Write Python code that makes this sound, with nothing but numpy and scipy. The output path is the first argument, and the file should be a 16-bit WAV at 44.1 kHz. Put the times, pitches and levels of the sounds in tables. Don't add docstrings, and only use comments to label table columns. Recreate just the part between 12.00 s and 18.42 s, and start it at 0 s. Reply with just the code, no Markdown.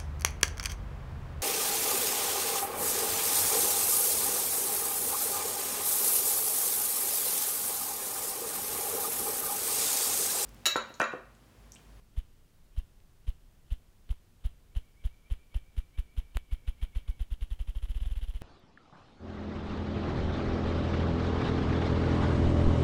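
import sys
import numpy as np
from scipy import signal
from scipy.fft import rfft, irfft
from scipy.io import wavfile

SR = 44100
rng = np.random.default_rng(int(sys.argv[2]) if len(sys.argv) > 2 else 0)


def makeup_ratio(level_db):
    decades = np.asarray(level_db, float) / 20
    return 10 ** decades


def file_out(sig):
    cols = np.atleast_2d(sig).T
    lim = np.clip(cols, -1, 1)
    pcm = np.round(lim * 32767).astype(np.int16)
    wavfile.write(sys.argv[1], SR, pcm)


N = 283102
TIME = np.arange(N) / SR

# (frequency [Hz], density [dB per Hz])
AIR_SPECTRUM = [(7.1, -22), (12, 1.5), (31, 1), (80, -11), (115, -12.5), (244, -21.5), (292, -23),
                (371, -25.5), (720, -31.5), (1620, -35.5), (1780, -36.5), (13400, -43.5), (16000, -44)]
# (time [s], level [dB])
AIR_LEVEL = [(0, -57.5), (4, -58), (6.42, -57)]
# (frequency [Hz], level [dB rms])
WHINES = [(8652, -99), (13629, -94)]
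# (time [s], pitch [Hz], level [dB])
NOTE = [(0, 2090, -26), (.02, 2205, -9), (.034, 2280, 0), (.047, 2345, -2), (.062, 2400, -3),
        (.078, 2330, -4), (.095, 2200, -16)]
# (time [s], level [dB])
SONG_LEVEL = [(2.69, -78.5), (2.85, -73), (3.4, -70.5), (4.3, -71.5), (4.7, -69), (5.05, -70.5)]
# (time [s], peak level [dB])
TICKS = [
    (1.002, -51.5),
    (1.087, -63),
    (1.211, -63),
    (3.142, -58),
]
# (stroke number [-], pause [s])
TEMPO = [(0, .601), (1, .5038), (2, .4356), (3, .3866), (5, .3129), (8, .241), (12, .1788), (18, .1187),
         (24, .0761), (28, .0563), (29, .0472), (31, .0547), (35, .0677)]
# (time [s], thump level [dB], feather level [dB])
EFFORT = [(.18, -21.5, -58.5), (.8, -21, -57.5), (3.3, -20.5, -56.5), (4.8, -21, -55.5),
          (5.2, -21.5, -56.5), (5.4, -22.7, -58), (5.72, -24, -58.5), (6.04, -22.5, -55),
          (6.42, -26, -58.5)]
# (time [ms], width [ms], level [dB], extra level at full roll [dB])
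SWISH_PUFFS = [
    (-41, 13, -22, -2),
    (-16, 2.5, -2.5, 0),
    (-10, 2.06, 0.5, -1),
    (-2, 4.55, 1, -6),
    (12, 8.7, -7.5, 3.5),
    (16.5, 1.94, -7.5, 1.5),
]
# (frequency [Hz], density [dB per Hz])
FEATHER_SPECTRUM = [(260, -55), (450, -2), (1220, -6.5), (1360, -5), (1490, -6.5), (1860, -5), (2430, -5),
                    (3090, 3), (4700, -17.5), (8670, -25.5), (10700, -11), (12200, -27), (16000, -71)]
# (time [ms], width [ms], pressure [relative])
SLOW_STROKE = [
    (-12, 6.8, .1),
    (-2.6, 3.7, 1.05),
    (4.5, 1.5, -.06),
    (5.6, 5.8, -.98),
    (14, 3.9, .08),
]
# (time [ms], width [ms], pressure [relative])
QUICK_STROKE = [
    (-17, 3.5, .06),
    (-3.45, 3.75, .96),
    (3.55, 2.15, -.29),
    (6.7, 4.95, -.87),
    (14.5, 2.2, .03),
]
# (pause [s], share of quick shape [0-1], stretch in time [ratio])
PACE = [(.049, 1, 1.02), (.062, 1, 1.1), (.14, 1, 1), (.19, .6, 1), (.36, 0, 1)]
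# (delay [ms], level [dB])
ECHOES = [(36, -32), (54, -33), (71, -34)]


def rms_one(x):
    return x / np.sqrt(np.mean(x ** 2) + 1e-20)


def coloured(points):
    hz, db = np.transpose(points)
    grid = np.maximum(np.arange(N // 2 + 1) * SR / N, 1)
    shape = makeup_ratio(np.interp(np.log(grid), np.log(hz), db))
    return rms_one(irfft(rfft(rng.standard_normal(N)) * shape, N))


def band_noise(low_hz, high_hz):
    band = signal.butter(2, [low_hz, high_hz], "band", fs=SR, output="sos")
    return signal.sosfilt(band, rng.standard_normal(N))


def background():
    s, db = np.transpose(AIR_LEVEL)
    hiss = makeup_ratio(np.interp(TIME, s, db)) * coloured(AIR_SPECTRUM)
    phase_drift = np.cumsum(rng.standard_normal(N)) * .028
    for hz, level_db in WHINES:
        hiss += np.sqrt(2) * makeup_ratio(level_db) * np.sin(2 * np.pi * hz * TIME + phase_drift)
    return hiss


def song_notes(count):
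    first_s, period_s, hurry_s, hurry_notes = 2.687, .1415, .046, 2.4
    k = np.arange(count)
    s = first_s + period_s * k - hurry_s * (1 - np.exp(-k / hurry_notes))
    return np.transpose([s, np.interp(s, *np.transpose(SONG_LEVEL))])


def woods_reverb(dry):
    t60_s, lag_s, level_db = .45, .025, -2
    lag = np.arange(SR // 2) / SR
    scatter = rng.standard_normal(len(lag)) * makeup_ratio(-60 * lag / t60_s) * (lag > lag_s)
    scatter = scatter / np.linalg.norm(scatter)
    return dry + makeup_ratio(level_db) * signal.fftconvolve(dry, scatter)[:N]


def far_bird():
    count, sag, flutter_db = 18, .035, 4
    after, hz, db = np.transpose(NOTE)
    t = np.arange(round(after[-1] * SR)) / SR
    pitch, envelope = np.interp(t, after, hz), np.interp(t, after, db)
    dry = np.zeros(N)
    bend = 1 + .005 * rng.standard_normal(count)
    bend = bend - sag * np.linspace(-.7, 1, count) ** 2
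    for (s, level_db), ratio in zip(song_notes(count), bend):
        phase = 2 * np.pi * np.cumsum(ratio * pitch) / SR
        start = round(s * SR)
        dry[start:start + len(t)] += np.sqrt(2) * makeup_ratio(level_db + envelope) * np.sin(phase)
    gusts = np.interp(TIME, np.arange(0, 7, .012), rng.standard_normal(584))
    return woods_reverb(dry * makeup_ratio(flutter_db * gusts))


def ticks():
    clicks = np.zeros(N)
    for s, db in TICKS:
        clicks[round((s + .001) * SR)] = makeup_ratio(db + 14)
    return signal.sosfilt(signal.butter(2, [400, 4200], "band", fs=SR, output="sos"), clicks)


def strokes():
    first_s = .183
    number, pause = np.transpose(TEMPO)
    pauses = np.exp(np.interp(np.arange(number[-1] + 1), number, np.log(pause)))
    s = first_s + np.append(0, np.cumsum(pauses))
    at, thump_db, feather_db = np.transpose(EFFORT)
    return np.transpose([s, np.interp(s, at, thump_db), np.interp(s, at, feather_db)])


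def gaps():
    return np.gradient(strokes()[:, 0])


def near(s):
    span = slice(max(round((s - .06) * SR), 0), min(round((s + .06) * SR), N))
    return span, (TIME[span] - s) * 1000


def bump(ms, width_ms):
    return np.exp(-.5 * (ms / width_ms) ** 2)


def fading(power, ms):
    keep = np.exp(-1000 / (ms * SR))
    return signal.lfilter([1 - keep], [1, -keep], power)


def swish_power():
    power = np.zeros(N)
    beats, pauses = strokes(), gaps()
    chance = rng.standard_normal((len(beats), len(SWISH_PUFFS), 2))
    for (s, _, db), luck, hurry in zip(beats, chance, pauses.min() / pauses):
        span, ms = near(s)
        for (at, width, puff_db, roll_db), (early, loud) in zip(SWISH_PUFFS, luck):
            level = makeup_ratio(db + puff_db + hurry * roll_db + 1.64 * loud)
            power[span] += (level * bump(ms - at - .5 * early, width)) ** 2
    return power


def feathers():
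    barb_ms, barb_db = 1.2, 3
    tail_ms, tail_db = 12.7, -7.5
    linger_ms, linger_db = 110, -14.5
    buffet_hz, buffet_db = 310, -3
    power = swish_power()
    jerks = np.arange(0, N, barb_ms * SR / 1000)
    grain = makeup_ratio(barb_db * np.interp(np.arange(N), jerks, rng.standard_normal(len(jerks))))
    brush = power + makeup_ratio(tail_db) ** 2 * fading(power, tail_ms)
    swell = np.sqrt(brush * grain ** 2 + makeup_ratio(linger_db) ** 2 * fading(power, linger_ms))
    swish = swell * makeup_ratio(1.5) * coloured(FEATHER_SPECTRUM)
    buffet = np.sqrt(brush) * makeup_ratio(buffet_db) * rms_one(band_noise(90, buffet_hz))
    return swish + buffet


def lobe(ms, width_ms):
    return 1 / np.cosh(ms / width_ms) ** 2


def thumps():
    direct = np.zeros(N)
    gap, quick, stretch = np.transpose(PACE)
    for (s, db, _), pause in zip(strokes(), gaps()):
        span, ms = near(s)
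        share = np.interp(pause, gap, quick)
        shape = (1 - share) * np.array(SLOW_STROKE) + share * np.array(QUICK_STROKE)
        ms = ms / np.interp(pause, gap, stretch)
        direct[span] += makeup_ratio(db) * sum(p * lobe(ms - at, width) for at, width, p in shape)
    late = sum(makeup_ratio(db) * np.interp(TIME - ms / 1000, TIME, direct) for ms, db in ECHOES)
    return direct + late


def scene():
    mix = background() + far_bird() + ticks() + feathers() + thumps()
    return mix[None]


def low_pass(x):
    return signal.sosfilt(signal.butter(12, 16510, fs=SR, output="sos"), x)


def record(dry):
    mic_low_hz, grit_low_hz, grit_db, top_hz = 7.1, 3100, -37, 15750
    dropout_s, dropout_samples = 4.37067, 8
    x = signal.lfilter(*signal.butter(1, mic_low_hz, "high", fs=SR), dry)
    grit_filter = signal.butter(1, grit_low_hz, "high", fs=SR, output="sos")
    grit = signal.sosfilt(grit_filter, rng.standard_normal(x.shape))
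    x = x + makeup_ratio(grit_db) * np.abs(x) * grit
    x = signal.sosfilt(signal.ellip(10, .2, 28, top_hz, fs=SR, output="sos"), x)
    lost = round(dropout_s * SR)
    x[:, lost:lost + dropout_samples] = 0
    return low_pass(x)


dry = scene()
out = record(dry)
file_out(out)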